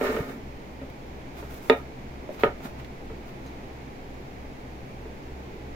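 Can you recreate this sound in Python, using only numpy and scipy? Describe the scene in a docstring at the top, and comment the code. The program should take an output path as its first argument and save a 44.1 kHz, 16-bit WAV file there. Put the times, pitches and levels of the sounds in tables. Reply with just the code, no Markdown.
"""A cat plays round a rope-wound scratching post, whose wooden base board drags, tips and slaps the floor. Each
blow makes the board ring and echo in the small, hard-floored room. Paws thud, sharp ticks click, and fur
rustles on rope and plush. Behind it all, two three-bladed fans hum over their rush of air; they turn at nearly
the same speed, so the hum slowly throbs. Two spaced microphones listen."""
import sys
import numpy as np
from scipy import signal
from scipy.fft import rfft, irfft, next_fast_len
from scipy.io import wavfile
from scipy.ndimage import map_coordinates

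SR = 44100
rng = np.random.default_rng(int(sys.argv[2]) if len(sys.argv) > 2 else 0)


def transcribe(signal):
    """Save signal, clipped to [-1, 1], as a 16-bit WAV file at the path in sys.argv[1]."""
    frames = np.atleast_2d(signal).T
    limited = np.clip(frames, -1, 1)
    pcm = np.round(limited * 32767).astype(np.int16)
    wavfile.write(sys.argv[1], SR, pcm)


N = 253575


def amp(db):
    """Turn decibels into a gain."""
    return 10 ** (np.asarray(db) / 20)


def along(points, hz):
    """Read a list of (frequency, value) points at hz, on a log scale."""
    f, v = np.transpose(points)
    return np.interp(np.log(hz + 1), np.log(f + 1), v)


def curves(rows):
    """Join timed rows with straight lines: one curve per column, -120 outside the rows."""
    times, *columns = np.transpose(rows)
    return [np.interp(np.arange(N) / SR, times, c, left=-120, right=-120) for c in columns]


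def wobble(rate):
    """A smooth random curve through `rate` points a second."""
    points = rng.standard_normal(int(N * rate / SR) + 4)
    return map_coordinates(points, [np.arange(N) * rate / SR])


def grit(spiky_db, rate):
    """Two noises whose strength jumps about, as rubbing catches and slips."""
    return rng.standard_normal((2, N)) * amp(spiky_db * wobble(rate))


def filtered(x, response):
    """Scale each frequency in x by response(hz)."""
    n = x.shape[-1]
    size = next_fast_len(n + SR // 2)
    return irfft(rfft(x, size) * response(np.fft.rfftfreq(size, 1 / SR)), size)[..., :n]


# How alike left and right are for sound from all sides (1 same, -1 opposite): f/Hz, likeness
ALL_ROUND_LIKENESS = [(60, 0.89), (130, 0.91), (290, 0.88), (640, 0.33), (1000, -0.43), (1410, -0.37),
                      (2300, 0.2), (3500, -0.021), (6800, -0.00087)]
def diffuse(pair, spectrum, likeness=ALL_ROUND_LIKENESS):
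    """Colour two unrelated signals and blend them into left and right, at an rms level of 1."""
    def blend(hz):
        angle = np.arccos(np.clip(along(likeness, hz), -1, 1)) / 2
        return amp(along(spectrum, hz)) * [np.cos(angle), np.sin(angle)]
    mid, side = filtered(pair, blend)
    stereo = np.array([mid + side, mid - side])
    return stereo / np.sqrt(np.mean(stereo ** 2) + 1e-20)


# How often a blade passes: t/s, first fan f/Hz, second fan f/Hz
BLADE_RATES = [(0, 65.1, 68.08), (3.3, 65.1, 68.08), (4.2, 65.1, 68.33), (5.75, 65.1, 68.38)]
# Tones in the hum: multiple of the blade rate, first fan level/dB, second fan level/dB
HUM_TONES = [(1 / 3, -66, -52), (1, -50.5, -51.5), (2, -57, -63), (3, -62, -67), (4, -59, -72)]
# Colour of the rushing air: f/Hz, relative level/dB
AIR_COLOUR = [(15, -5), (31, -16), (50, -9), (78, -14.5), (95, -14), (122, -6.5), (165, -13), (250, -9.5),
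              (450, -12.5), (570, -16.5), (850, -16.5), (1300, -26.5), (1800, -26), (2250, -24.5),
              (2800, -31.5), (7500, -43), (10000, -59)]
# Colour of a faint high hiss: f/Hz, relative level/dB
HISS_COLOUR = [(3000, 0), (6000, -20), (9000, 2), (16000, -7)]
def fans():
    """Two fans push air; their blade tones drift in and out of step, so the hum throbs."""
    in_step_s, motor_hz = .13, 24.67
    phase = 2 * np.pi * np.cumsum(curves(BLADE_RATES), axis=1) / SR
    phase -= phase[:, [round(in_step_s * SR)]]
    phase += .1 * np.array([wobble(3), wobble(3)])  # swirling air unsettles the blades
    tones = sum(amp(np.array(db)[:, None] + wobble(4)) * np.cos(k * phase) for k, *db in HUM_TONES)
    motor = amp(-57) * np.cos(2 * np.pi * motor_hz * np.arange(N) / SR)
    air = amp(-42 + 0.4 * wobble(2.5)) * diffuse(rng.standard_normal((2, N)), AIR_COLOUR)
    hiss = amp(-67) * diffuse(rng.standard_normal((2, N)), HISS_COLOUR)
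    return np.sqrt(2) * (tones.sum(axis=0) + motor) + air + hiss


def crinkle(start_s=3.463):
    """A claw taps something thin and stiff; being crumpled, it holds no clean pitch."""
    t = np.arange(SR // 5) / SR
    wander = .26 * np.cumsum(rng.standard_normal((2, len(t))), axis=1)
    lower = amp(-55 - 60 * t / .2) * np.sin(2 * np.pi * 4000 * t + wander[0])
    upper = amp(-56 - 60 * t / .12) * np.sin(2 * np.pi * 6500 * t + wander[1])
    return np.pad(lower + upper, (round(start_s * SR), N))[:N]


# Sharp ticks: t/s, level/dB before filtering, relative treble level/dB
SHARP_TICKS = [(0.9004, -41, -9), (1.5085, -43, -3), (1.519, -51, 0.5), (1.5434, -44.5, 6.5),
               (1.6982, -14.5, -30), (2.3444, -35.5, -26), (2.3985, -38, -4), (2.408, -39, -5),
               (2.4355, -35, -11), (2.457, -49, -2), (2.798, -37, -33), (2.8466, -35, -44),
               (3.463, -44, -10)]
def sharp_ticks():
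    """A sharp tick: a tiny burst of noise whose treble dies first."""
    dull, bright = np.zeros((2, 2, N + SR))
    t = np.arange(SR // 20) / SR
    for start, db, treble_db in SHARP_TICKS:
        snap = amp(db - 60 * t / 0.04) * rng.standard_normal((2, len(t)))
        dull[:, round(start * SR):][:, :len(t)] += snap
        bright[:, round(start * SR):][:, :len(t)] += amp(treble_db - 60 * t / .012) * snap
    lows = filtered(dull, lambda hz: amp(along([(800, -37), (2000, 5.5), (5000, -10), (9000, -23)], hz)))
    highs = filtered(bright, lambda hz: amp(along([(6000, -50), (10000, 1.5)], hz)))
    return (lows + highs)[:, :N]


# Colour of fine fur and plush: f/Hz, relative level/dB
FUR_COLOUR = [(2000, -37), (5000, -6), (9000, -5.5), (13000, -7.5), (16000, -10)]
# Colour of a coarse scrape: f/Hz, relative level/dB
SCRAPE_COLOUR = [(300, -34.5), (700, 4.5), (1000, 0.5), (1400, -0.5), (1900, -12), (2500, -7),
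                 (3000, -14.5), (3600, -10), (5000, -20.5), (9000, -34)]
# Strokes on the post: loudest from t/s, held for t/s, fur level/dB, scrape level/dB
CAT_STROKES = [(.826, 0, -75, -63), (1.381, 0.025, -55, -46.5), (1.435, 0.03, -61, -53),
               (1.508, 0.076, -55, -50), (1.63, 0.1, -55.5, -52.5), (1.77, 0.012, -59, -72),
               (2.33, 0.026, -59.5, -55), (2.405, 0.049, -56.5, -40.5), (2.648, 0.011, -51, -41.5),
               (2.79, .01, -64, -48), (3.11, 0, -80, -55), (3.282, 0.0072, -63, -50),
               (3.465, 0.0099, -66, -52)]
def rustle():
    """Fur, claws and pads stroke plush and rope, making many tiny fibres slip."""
    rise_db_per_s, fall_db_per_s = 420, 297
    start, held, fur_db, scrape_db = np.transpose(CAT_STROKES)[..., None]
    t = np.arange(N) / SR - start
    shape_db = rise_db_per_s * np.minimum(t, 0) - fall_db_per_s * np.maximum(t - held, 0)
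    fur = diffuse(grit(spiky_db=1, rate=480), FUR_COLOUR)
    scrape = diffuse(grit(spiky_db=-2, rate=190), SCRAPE_COLOUR)
    fur *= amp(np.max(fur_db + shape_db, axis=0))
    scrape *= amp(np.max(scrape_db + shape_db, axis=0))
    return fur + scrape


# Paws landing: t/s, level/dB, f/Hz
PAW_LANDINGS = [(0.204, -12, 140), (2.456, -18.5, 141), (2.651, -19.5, 220), (3.114, -21.5, 90),
                (5.613, -33, 131)]
def paw_thuds():
    """A soft paw lands with a low note that dies within a few cycles."""
    out, t = np.zeros(N + SR), np.arange(SR // 5) / SR
    for start, db, hz in PAW_LANDINGS:
        shape = amp(db - 60 * t / 0.026) * (1 - np.exp(-t / 0.002))
        out[round(start * SR):][:len(t)] += shape * np.sin(2 * np.pi * hz * t)
    return out[:N]


# How alike left and right are for the nearby board: f/Hz, likeness
NEAR_LIKENESS = [(300, .97), (640, .85), (1410, 0.0041), (2300, -0.21)]
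# How long the room echoes: f/Hz, t/s to fade by 60 dB
ECHO_TIMES = [(200, 0.092), (1000, 0.22), (4000, 0.18), (12000, 0.077)]
def room_echo(x, echo_db):
    """The walls throw sound back, and each frequency dies at its own speed."""
    hz, t, noise = signal.stft(rng.standard_normal((2, SR // 3)), SR, nperseg=256)
    tail = signal.istft(noise * amp(-60 * t / along(ECHO_TIMES, hz)[:, None]), SR, nperseg=256)[1]
    tail = diffuse(tail, [(250, 1), (600, 2.5), (1300, 0.5), (2300, 2.5), (3600, -2.5)], NEAR_LIKENESS)
    tail = np.pad(tail, ((0, 0), (80, 0)))  # the echo starts 2 ms after the blow
    return amp(echo_db) * signal.fftconvolve(x[None], tail / np.linalg.norm(tail[0]), axes=1)


# The board's own notes: f/Hz, relative level/dB, t/s to fade by 60 dB
BOARD_NOTES = [(264, 0, .11), (415, -3, .06), (447, 1, .09), (556, -4, .08), (598, -9, .08),
               (705, -10, .07), (820, -12, .05), (925, -9, .06), (1240, -13, .08), (1324, -13, .1),
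               (1420, -18, .06), (1570, -20, .05), (1720, -18, .05), (1855, -15, .06), (2020, -17, .05),
               (2200, -17, .06), (2450, -20, .05), (2750, -24, .05), (3590, -10, .025)]
def board_ring(low_db, mid_db, top_db, tap_db):
    """The struck board rings with many notes; where it lands decides which are strong."""
    hz, db, fade_s = np.transpose(BOARD_NOTES)[..., None]
    t = np.arange(SR // 6) / SR
    boosts = [(300, low_db), (400, 0), (480, 0), (560, tap_db), (700, 0),
              (1300, mid_db), (2300, (4 * mid_db + top_db) / 5), (3400, top_db)]
    level = db + along(boosts, hz) + 1.5 * rng.standard_normal(hz.shape)  # no two blows alike
    fade = amp(level - 60 * t / fade_s)
    # The board lies loose on the floor, so its notes waver.
    chatter = np.cumsum(rng.standard_normal((len(hz), len(t))), axis=1) * hz * 2e-5
    # High notes reach the two microphones out of step.
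    apart = np.clip(hz / 1400 - .25, 0, 1) * rng.standard_normal(hz.shape)
    ring = [np.sum(fade * np.sin(2 * np.pi * hz * t + chatter + side * apart), axis=0)
            for side in (1, -1)]
    bass_cut = signal.butter(6, 232, "high", fs=SR, output="sos")  # the ring holds no deep bass
    return signal.sosfilt(bass_cut, ring)


# The board sliding: t/s, level/dB, relative bass level/dB, relative treble level/dB
BOARD_SLIDE = [(0, -39, -12, -3.5), (.015, -30, -31, -10.5), (.055, -27, -28, -5), (.08, -34, -25, 1),
               (.095, -31.5, -22, -3.5), (.14, -31, -0.5, -5), (.19, -33, -7, -7.5), (.27, -42.5, -2, -3.5),
               (.3, -39, -2.5, -4.5), (.42, -65, 10, -6)]
def board_drag():
    """The board sticks and slips on the floor, and each jolt rings it; the plush hisses along."""
    db, low_db, high_db = curves(BOARD_SLIDE)
    jolts = grit(spiky_db=1, rate=160)
    ring = board_ring(low_db=0, mid_db=3, top_db=-12, tap_db=2)[0]
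    ring *= amp(-60 * np.arange(len(ring)) / SR / .09)  # touching the floor shortens the ring
    body = signal.fftconvolve(jolts, ring[None], axes=1)[:, :N]
    low = diffuse(body, [(320, 0), (360, -40)], NEAR_LIKENESS)
    middle = diffuse(body, [(320, -40), (360, 0), (900, 0), (1050, -40)], NEAR_LIKENESS)
    high = diffuse(body, [(900, -40), (1050, 7), (1400, -0.5), (2300, 2.5)], NEAR_LIKENESS)
    hiss = amp(-47 + 0.74 * (db - db.max())) * diffuse(grit(spiky_db=-1, rate=110), FUR_COLOUR)
    return amp(db) * (amp(low_db) * low + middle + amp(high_db) * high) + hiss


# The board hitting the floor: t/s, relative level/dB, then boost/dB of its low, middle, top, 560 Hz notes
BOARD_BLOWS = [(0.0122, -14.5, 3.5, 1.5, -29, 2.5), (0.048, -18, -5, 0, -5, -9),
               (.068, -21.5, -7, 12.5, -2, -8), (0.091, -15.5, 1, -11, -12, -17),
               (0.166, -22, -18, 11.5, -13, 0), (.189, -20.5, -10, -2, -15, -7),
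               (0.8146, -32.5, 10.5, 5.5, -3, 8.5), (1.427, -29.5, -11, 4, -19, 2),
               (1.6981, -1, -2.5, 2, 6.5, -2), (2.291, -30.5, -12, -14, -15, 16),
               (2.4352, -3.5, -9, 6, -17, 1.5), (2.605, -34.5, 8, 2, -5.5, 0),
               (2.652, -34.5, -10, 11, 0, -3), (3.1, -28, -31, -2, -12, -1), (5.055, -31, 4, -9, -20, -3)]
def board_knocks():
    """The board slaps the floor, clatters and rings; after a hard blow it bounces and lands again."""
    hard_db, bounce_s, bounce_loss_db = -10, 0.029, 18
    out, t = np.zeros((2, N + SR)), np.arange(SR // 6) / SR
    plush = signal.butter(6, 4200, fs=SR, output="sos")  # the soft cover dulls the blow
    joints = signal.butter(2, (1200, 3200), "band", fs=SR, output="sos")  # loose joints clatter here
    bounces = [(start + bounce_s, db - bounce_loss_db, *boosts)
               for start, db, *boosts in BOARD_BLOWS if db > hard_db]
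    for start, db, low_db, mid_db, top_db, tap_db in list(BOARD_BLOWS) + bounces:
        clatter = signal.sosfilt(joints, rng.standard_normal((2, len(t))))
        clatter *= amp(mid_db - 7 - 60 * t / 0.045)
        slap_db = 9 + 1.5 * db + 0.65 * mid_db + 0.25 * top_db  # harder, brighter blows slap more
        slap_shape = amp(slap_db - 60 * t / 0.0027) * (1 - np.exp(-t / 0.00015))
        slap = slap_shape * np.sin(2 * np.pi * 1900 * t)
        ring = board_ring(low_db, mid_db, top_db, tap_db)
        blow = amp(db - 11) * signal.sosfilt(plush, ring + slap + clatter)
        echo = room_echo(blow[0], echo_db=-7)
        out[:, round(start * SR):][:, :len(t)] += blow
        out[:, round(start * SR):][:, :echo.shape[1]] += echo
    return out[:, :N]


def scene():
    """The board, the cat and the fans together."""
    return board_knocks() + board_drag() + paw_thuds() + rustle() + sharp_ticks() + crinkle() + fans()


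# Treble of both microphones, with two dips: f/Hz, level/dB
MIC_COLOUR = [(7000, 0.5), (8200, -5), (9600, -1), (10400, -3), (11200, -8), (12300, 2.5), (14500, 4),
              (15800, 3)]
# How much louder the left microphone is than the right: f/Hz, level/dB
MIC_BALANCE = [(60, 0.0), (110, 0), (200, 1), (380, -2.5), (700, 3), (1290, -3), (2380, -4.5), (4400, 1.5),
               (8120, -2), (15000, 4.5)]
def record(dry):
    """The microphones colour the sound, gently squash the loudest peaks and cut the highest treble."""
    ceiling, top_hz = .95, 15830
    lean_db = lambda hz: along(MIC_BALANCE, hz) * [[.5], [-.5]]
    heard = filtered(dry, lambda hz: amp(along(MIC_COLOUR, hz) + lean_db(hz)))
    squashed = heard / (1 + np.abs(heard / ceiling) ** 6) ** (1 / 6)
    return filtered(squashed, lambda hz: hz < top_hz)


dry = scene()
out = record(dry)
transcribe(out)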